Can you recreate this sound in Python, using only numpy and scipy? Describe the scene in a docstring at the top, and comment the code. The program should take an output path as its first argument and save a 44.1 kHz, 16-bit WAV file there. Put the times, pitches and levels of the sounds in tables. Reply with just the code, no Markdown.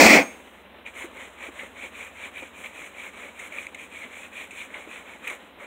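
"""In a garden, a gas torch roars over a hide: turbulent flame, ringing burner tube, hissing jet.
The valve shuts with a faint whistle, leaving a soft idle flame and the hum of a far engine.
A hand then rubs the singed hair off in quick to-and-fro strokes. Stick-slip friction makes the
brittle stubble rasp and hiss and the skin drag under the palm; crusts snap, single hairs click
and the hide bumps dully on its trestle."""
import sys
import numpy as np
from scipy import signal
from scipy.fft import rfft, irfft
from scipy.io import wavfile

SR = 44100
rng = np.random.default_rng(int(sys.argv[2]) if len(sys.argv) > 2 else 0)


def wrap_up_sound(samples):
    """Save the sound to the file named by the first command line argument, as 16-bit audio."""
    columns = np.atleast_2d(samples).T
    # keep every value between -1 and 1, then stretch to whole-number steps
    tamed = np.clip(columns, -1, 1)
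    steps = np.round(tamed * 32767).astype(np.int16)
    wavfile.write(sys.argv[1], SR, steps)


N = 249606
TIME = np.arange(N) / SR

# spectrum of brittle stubble, rubbed or snapped: frequency_hz, density_db
STUBBLE_SPECTRUM = [(900, -17), (1500, -11.5), (1950, 5), (2450, 3.5), (2750, -1), (3100, -1), (3600, -5),
                    (4100, -11.5), (4450, -30), (6000, -66)]


def from_db(db):
    """Convert decibels to an amplitude ratio."""
    return 10 ** (np.asarray(db) / 20)


def rms_one(x):
    """Normalise a signal to rms 1."""
    return x / np.sqrt(np.mean(x ** 2) + 1e-20)


def in_time(rows):
    """Interpolate each column after the first, which is time, at every sample."""
    times_s, *columns = np.transpose(rows)
    return [np.interp(TIME, times_s, column) for column in columns]


def drift(corner_hz):
    """Low-passed Gaussian noise: a random fluctuation of rms 1."""
    f = np.arange(N // 2 + 1) * SR / N
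    return rms_one(irfft(rfft(rng.standard_normal(N)) / (1 + (f / corner_hz) ** 2), N))


def coloured(x, spectrum):
    """Source-filter model: impose a spectral shape on an excitation; rms 1."""
    hz, db = np.transpose(spectrum)
    f = np.maximum(np.arange(N // 2 + 1) * SR / N, 1)
    shape_db = np.interp(np.log(f), np.log(hz), db)
    bass_cut_db = 60 * np.maximum(np.log10(hz[0] / f), 0)
    return rms_one(irfft(rfft(x) * from_db(shape_db - bass_cut_db), N))


def noise(spectrum):
    """Gaussian noise of a given spectral shape; rms 1."""
    return coloured(rng.standard_normal(N), spectrum)


def resonance(x, centre_hz, width_hz, block=128):
    """Two cascaded resonators pass a narrow band whose centre moves block by block; rms 1."""
    radius = np.exp(-np.pi * width_hz / SR)
    cosine = np.cos(2 * np.pi * centre_hz / SR)
    numerator = [0.98, 0.045, -1.843, 0.039, 1]
    out, state = np.zeros(N), np.zeros(4)
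    for i in range(0, N, block):
        stage = [1, -2 * radius * cosine[i], radius ** 2]
        span = slice(i, i + block)
        out[span], state = signal.lfilter(numerator, np.convolve(stage, stage), x[span], zi=state)
    return rms_one(out)


def grains(per_s, spread_db):
    """Shot noise: hairs catch and let go at random, each giving an impulse of its own size."""
    sizes = from_db(spread_db * np.minimum(rng.exponential(1, N), 4))
    return rms_one((rng.random(N) < per_s / SR) * sizes * rng.choice([-1, 1], N))


def patchy(x, edges_hz=(1300, 2900, 6800, 8500, 11000), spread_db=1.34, rate_hz=14):
    """Independent modulation of each band: patches of hair differ in timbre; rms 1."""
    low_passed = [signal.sosfiltfilt(signal.butter(3, hz, fs=SR, output="sos"), x) for hz in edges_hz]
    bands = np.diff(low_passed + [x], axis=0, prepend=0)
    return rms_one(sum(band * from_db(spread_db * drift(rate_hz)) for band in bands))


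def burst(start_s, rise_s, decay_s):
    """Envelope of a damped transient: quick rise, exponential decay."""
    age = np.maximum(TIME - start_s, 0)
    return (1 - np.exp(-age / rise_s)) * np.exp(-np.minimum(age / decay_s, 50))


def open_air(level_db=-66):
    """Ambient noise: a steady, faint rumble with its energy at low frequencies."""
    # spectrum of the garden air: frequency_hz, density_db
    spectrum = [(20, -21), (35, -14.5), (50, -4), (85, -5.5), (100, -5), (118, -25.5), (400, -12),
                (4900, -36), (7500, -31), (11000, -26.5), (15500, -26)]
    return from_db(level_db) * noise(spectrum)


def far_engine(tones_hz=(66, 85.6), waver_hz=1.2):
    """A distant engine hums in two low tones with slight random frequency modulation."""
    # strength of the two tones: time_s, lower_db, upper_db
    levels = [(.4, -65.5, -70), (1.3, -63.5, -67), (2.3, -66, -64), (2.7, -71, -69), (4.2, -71, -66.5),
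              (5.6, -72.5, -73.5)]
    phases = [2 * np.pi * np.cumsum(hz + waver_hz * drift(4.0)) / SR for hz in tones_hz]
    return sum(from_db(db) * rms_one(np.sin(phase)) for db, phase in zip(in_time(levels), phases))


def idle_flame(level_db=-49, flicker_db=1.26, flicker_hz=30):
    """Combustion noise of a small flame, amplitude-modulated by its flicker."""
    # spectrum of the idle flame: frequency_hz, density_db
    spectrum = [(110, -31), (170, -4), (240, 5), (340, -1.5), (410, -2), (520, 2.5), (720, -2.5), (950, -2),
                (1400, -5.5), (2200, -4.5), (3000, -8), (4000, -15), (4500, -40), (6000, -40)]
    return from_db(level_db + flicker_db * drift(flicker_hz)) * noise(spectrum)


def valve(waver_hz=25):
    """Flow through a narrowing gap: the last gas whistles and hisses in the closing valve."""
    # whistle partials, before the swell is applied: pitch_hz, level_db
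    partials = [(6481, -55), (8576, -63)]
    # hiss of the escaping gas: time_s, level_db
    leak = [(.15, -36), (.25, -52), (.34, -58), (.42, -62), (.5, -64.5), (.62, -70), (.68, -84.5),
            (.85, -100)]
    swell = from_db(np.interp(TIME, [.15, .21, .29, .42, .6], [-42.5, 15, 7.5, -19, -72]))
    whistle = sum(from_db(db) * np.sin(2 * np.pi * np.cumsum(hz + waver_hz * drift(60)) / SR)
                  for hz, db in partials)
    leak_db, = in_time(leak)
    hiss = noise([(4900, -24), (6300, 0), (8800, 1), (11000, -9), (15500, -7.0)])
    return swell * whistle + from_db(leak_db) * hiss


def torch(roar_db=-10.5, burner_db=-12.5, jet_db=-18, flutter_db=0.56, flutter_hz=45):
    """Turbulent combustion, broad tube resonance and jet noise all fall with the gas flow."""
    # spectrum of the combustion roar: frequency_hz, density_db
    roar_spectrum = [(22, -32), (100, -26.5), (150, -19.5), (205, -4.5), (260, 1.5), (420, -7), (580, -1.5),
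                     (820, -6), (980, -11.5), (1350, -14.5), (1800, -12), (3000, -39), (6000, -58.5)]
    # spectrum of the ringing burner tube: frequency_hz, density_db
    burner_spectrum = [(900, -16), (1650, -22), (1900, -4.5), (2150, 1), (2520, 0), (2800, -15),
                       (3500, -17), (4200, -44), (6000, -59)]
    # spectrum of the gas jet: frequency_hz, density_db
    jet_spectrum = [(2000, -44), (3600, -2.5), (4500, 2.5), (5800, 0.5), (8100, -3), (8900, -10),
                    (12000, -20), (15500, -7.5)]
    # gas flow relative to the fully open valve: time_s, flow_db
    gas_flow = [(0, 0), (.15, 1), (.18, -4), (.215, -13.5), (.245, -24.5), (.29, -33.5), (.36, -40),
                (.5, -73)]
    flame_lag_s, jet_exponent = 0.023, 1.15   # the flame outlasts the flow, the jet fades faster
    lift_s, lift_length_s, flap_s, flap_hz = 0.063, 0.02, 0.053, 85
    round_trip_s, echo_share = 0.000692, 0.15
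    flow_db, = in_time(gas_flow)
    flame_db = np.interp(TIME - flame_lag_s, TIME, flow_db)
    # the flame flaps as it lifts off the hide, and roar and jet drop
    flap = from_db(-20) * burst(flap_s, .004, 0.011) * np.sin(2 * np.pi * flap_hz * (TIME - flap_s))
    lifted = np.clip((TIME - lift_s) / lift_length_s, 0, 1)
    roar = from_db(roar_db - 5.5 * lifted + flame_db) * noise(roar_spectrum)
    burner = from_db(burner_db + flow_db) * noise(burner_spectrum)
    jet = from_db(jet_db - 5 * lifted + jet_exponent * flow_db) * noise(jet_spectrum)
    # comb filtering: one reflection along the tube makes the hiss slightly hollow
    jet = jet + echo_share * np.interp(TIME - round_trip_s, TIME, jet)
    return (roar + burner + jet) * from_db(flutter_db * drift(flutter_hz)) + flap


def hide_bumps(decay_s=0.011, thud_db=-4, puff_db=-6.0):
    """Damped impact: the hand bumps the hide on its trestle, with a thud and a puff of rubbed skin."""
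    # impacts: start_s, level_db, pitch_hz
    impacts = [(1.042, -28, 334), (1.487, -35, 342), (1.63, -29.5, 555), (1.848, -38, 355),
               (2.421, -31, 532), (2.815, -34.5, 308), (3.256, -38, 545), (3.52, -36, 598),
               (4.873, -34, 426), (5.149, -38, 237)]
    puff = noise([(130, -19), (190, -20), (280, 6.5), (600, -7), (1200, -6), (3500, -49)])
    out = np.zeros(N)
    for start_s, db, hz in impacts:
        thud = from_db(thud_db) * np.sin(2 * np.pi * hz * (TIME - start_s))
        out += from_db(db) * burst(start_s, 0.0017, decay_s) * (thud + from_db(puff_db) * puff)
    return out


def hair_ticks(low_hz=6500, high_hz=11000):
    """Brittle fracture of a single hair radiates a band-limited impulse: a tiny, bright click."""
    # breaking hairs: time_s, level_db
    breaks = [(5.2787, -19.5), (5.307, -30), (5.3513, -31)]
    clicks = np.zeros(N)
    for time_s, db in breaks:
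        clicks[round(time_s * SR)] = from_db(db)
    softened = signal.sosfilt(signal.butter(1, high_hz, fs=SR, output="sos"), clicks + 1e-18)
    return 2 * signal.sosfilt(signal.butter(6, low_hz, "high", fs=SR, output="sos"), softened)


def crust_snaps(waver_hz=170, ping_db=-3, crackle_db=-12, treble_db=-5):
    """Sudden release of strain: a crust of burnt hair snaps, a rough ping inside a dense crackle."""
    # snapping crusts: start_s, level_db, brightness_db, decay_s, pitch_hz
    crusts = [(0.861, -28, -28, 0.014, 2350), (1.593, -22.5, -27, 0.012, 2000),
              (2.382, -34, -24, .008, 2450), (2.642, -31, -21, 0.0039, 2530),
              (2.657, -23.5, -28, 0.0084, 2280), (3.392, -28.5, -10.5, 0.013, 2230),
              (3.522, -27.5, -20, 0.0086, 2280), (3.668, -7.5, -17.5, 0.0009, 2317),
              (3.745, -22, -14.5, 0.006, 2200), (4.033, -34, -22, .01, 2020),
              (4.508, -28, -11.5, 0.0088, 2243), (4.74, -27, -27, 0.0083, 2190),
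              (5.248, -26, -31, 0.0082, 2380), (5.271, -22.5, -17, 0.013, 2300),
              (5.298, -20.5, -12, 0.0053, 2180)]
    # spectrum of a snap's bright edge: frequency_hz, density_db
    treble_spectrum = [(4900, -30), (5500, -19), (6400, 3.5), (7500, 0), (9200, 1), (10500, -19),
                       (15500, -15)]
    waver_cycles = waver_hz * np.cumsum(drift(264.0)) / SR
    crackle = from_db(crackle_db) * noise(STUBBLE_SPECTRUM)
    treble = from_db(treble_db) * noise(treble_spectrum)
    out = np.zeros(N)
    for start_s, db, brightness_db, decay_s, hz in crusts:
        ping = from_db(ping_db) * np.sin(2 * np.pi * (hz * TIME + waver_cycles))
        envelope = from_db(db) * burst(start_s, 0.0016, decay_s)
        out += envelope * (ping + crackle + from_db(brightness_db) * treble)
    return out


def hand_strokes(rasp_exponent=1.43, hair_exponent=1.32):
    """Friction noise grows as a power of sliding speed; gives rasp, drag and hair gains and a pitch."""
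    # swings of the hand: start_s, rise_s, fall_s, rasp_db, drag_db, hair_db, pitch_hz, glide_hz
    strokes = [(0.845, 0.025, 0.05, -42.5, -52, -59, 2270, 80.0),
               (0.918, 0.091, 0.076, -38, -46, -50.5, 2190, -0.0),
               (1.103, 0.12, 0.092, -43.5, -50, -57, 2150, -270.0),
               (1.355, 0.1, 0.05, -39, -46, -55, 2320, -140.0),
               (1.497, 0.12, 0.082, -41, -48.5, -55.5, 2130, -200.0),
               (1.73, 0.11, 0.075, -39.5, -48.5, -54.5, 2230, 180.0),
               (1.899, 0.11, 0.121, -40, -48.5, -54.0, 2380, -10.0),
               (2.116, 0.13, 0.067, -40.5, -49.5, -54.5, 2270, 60.0),
               (2.309, 0.077, 0.14, -41.5, -52.5, -55.5, 2310, -190.0),
               (2.503, 0.13, 0.098, -44.5, -51.5, -54.5, 2320, -170.0),
               (2.69, 0.12, 0.13, -41.5, -49.0, -54.5, 2320, 40.0),
               (2.908, 0.13, 0.085, -39.5, -47, -54, 2270, -70.0),
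               (3.094, 0.128, 0.12, -42, -48, -57.0, 2290, -120.0),
               (3.327, 0.12, 0.057, -40.5, -47.5, -53.5, 2270.0, -180.0),
               (3.478, 0.1, 0.14, -40, -49.0, -53.5, 2300.0, -60.0),
               (3.746, 0.07, 0.069, -42.5, -54.5, -55.0, 2360, -80.0),
               (3.866, 0.13, 0.11, -42.5, -53, -56.5, 2320.0, -160.0),
               (4.057, 0.15, 0.097, -43.5, -54, -54.5, 2350, 450.0),
               (4.296, 0.1, 0.1, -39.0, -49, -53.5, 2290, -320.0),
               (4.481, 0.13, 0.079, -39.5, -51, -53, 2340, -50.0),
               (4.665, 0.12, 0.1, -43.0, -48.0, -59.5, 2230, 170.0),
               (4.852, 0.097, 0.1, -40, -49, -56.0, 2380, -250.0),
               (5.022, 0.086, 0.092, -44.5, -48.5, -62.5, 2240, -30.0),
               (5.206, 0.091, 0.095, -38.5, -43, -52.0, 2280, -270.0),
               (5.57, 0.06, 0.04, -45.0, -46, -61.5, 2280, 90.0)]
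    gains, pitch_sum, weight = np.zeros((3, N)), np.zeros(N), np.zeros(N)
    for start_s, rise_s, fall_s, rasp_db, drag_db, hair_db, hz, glide_hz in strokes:
        length_s = rise_s + fall_s
        span = slice(int(start_s * SR), int((start_s + length_s) * SR))
        age = TIME[span] - start_s
        speed = np.sin(np.pi / 2 * np.interp(age, [0, rise_s, length_s], [0, 1, 0]))
        layers = [from_db(rasp_db) * speed ** rasp_exponent,
                  from_db(drag_db) * speed,
                  from_db(hair_db) * speed ** hair_exponent]
        gains[:, span] = np.hypot(gains[:, span], layers)   # overlapping strokes add in power
        pitch_sum[span] += speed * (hz + glide_hz * (age / length_s - .5))
        weight[span] += speed
    moving = weight > 0
    return *gains, np.interp(TIME, TIME[moving], pitch_sum[moving] / weight[moving])


def palm_digs(half_length_s=0.015):
    """Gaussian pulses of contact pressure make the rubbing louder and often lower in pitch."""
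    # the palm digs in: centre_s, swell_db, shift_hz
    digs = [(1.215, 5, -220), (1.84, 3, 0), (2.255, 4, 30), (2.378, 4, 22), (2.655, 7, -30),
            (3.065, 2, -70), (3.27, 0, -170), (3.585, 4, 20), (3.932, 4.5, -40), (4.045, 5.5, -230),
            (4.125, 4.5, -40), (4.255, 7, -40), (4.385, 2.5, 30), (4.61, 5.5, 0), (4.755, 4, -80)]
    out = np.zeros((2, N))
    for centre_s, swell_db, shift_hz in digs:
        pulse = np.exp(-np.minimum(((TIME - centre_s) / half_length_s) ** 2 / 2, 20))
        out += np.outer([swell_db, shift_hz], pulse)
    return out


def rubbing(ring_db=-2.5, broad_db=-5.0, drag_db=0.5, hair_db=0.9, brush_db=-66.5):
    """Stick-slip friction of a palm on stubble, skin and hair; a resonance shifts with the hand's pose."""
    # spectrum of dragged skin: frequency_hz, density_db
    drag_spectrum = [(135, -41), (230, -11.5), (320, -5.5), (420, 1), (560, 6), (750, -0.5), (1000, 3),
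                     (1400, 2), (1900, 2.5), (2800, -40), (4300, -46.5)]
    # spectrum of fine hair: frequency_hz, density_db
    hair_spectrum = [(3000, -19), (4200, -30), (4900, -29), (5500, -13.5), (6300, -2), (7200, 3.5),
                     (8500, 0.5), (9800, -3), (11200, -11.5), (13500, -11.5), (15500, -11.5)]
    judder_db, judder_hz, ring_width_hz, wander_hz = 1.02, 60, 340, 55
    tuft_db, tuft_hz, hair_lag_s, hair_pressure_share = 1.2, 400, .005, 0.12
    rasp_gain, drag_gain, hair_gain, pitch_hz = hand_strokes()
    swell_db, shift_hz = palm_digs()
    pressure_db = swell_db + judder_db * drift(judder_hz)
    stubble = patchy(coloured(grains(per_s=7000, spread_db=3.0), STUBBLE_SPECTRUM))
    ring_drive = coloured(grains(per_s=5000, spread_db=3.5), STUBBLE_SPECTRUM)
    ring = resonance(ring_drive, pitch_hz + shift_hz + wander_hz * drift(25), ring_width_hz)
    rasp = rasp_gain * from_db(pressure_db) * (from_db(ring_db) * ring + from_db(broad_db) * stubble)
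    skin = patchy(coloured(grains(per_s=5000, spread_db=1.5), drag_spectrum))
    drag = drag_gain * from_db(drag_db + pressure_db) * skin
    # loose hair keeps brushing the hand between strokes
    brush_gain = from_db(brush_db) * np.interp(TIME, [.85, .92, 5.4, 5.56], [0, 1, 1, 0])
    # fine hairs spring back just behind the hand, letting go in small tufts
    spring_gain = np.interp(TIME - hair_lag_s, TIME, hair_gain)
    hiss_db = hair_db + hair_pressure_share * pressure_db + tuft_db * drift(tuft_hz)
    hair = patchy(coloured(grains(per_s=15000, spread_db=1.0), hair_spectrum))
    hiss = np.hypot(spring_gain, brush_gain) * from_db(hiss_db) * hair
    return rasp + drag + hiss


def scene():
    """Superposition in the open air: all sources add in one channel."""
    foreground = torch() + valve() + rubbing() + crust_snaps() + hair_ticks() + hide_bumps()
    return (foreground + idle_flame() + open_air() + far_engine())[None]


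def record(dry, cutoff_hz=15700):
    """Soft saturation rounds the loudest peaks and a steep low-pass cuts the top."""
    rounded = dry / (1 + dry ** 8) ** (1 / 8)
    return signal.sosfilt(signal.ellip(12, .1, 90, cutoff_hz, fs=SR, output="sos"), rounded)


dry = scene()
out = record(dry)
wrap_up_sound(out)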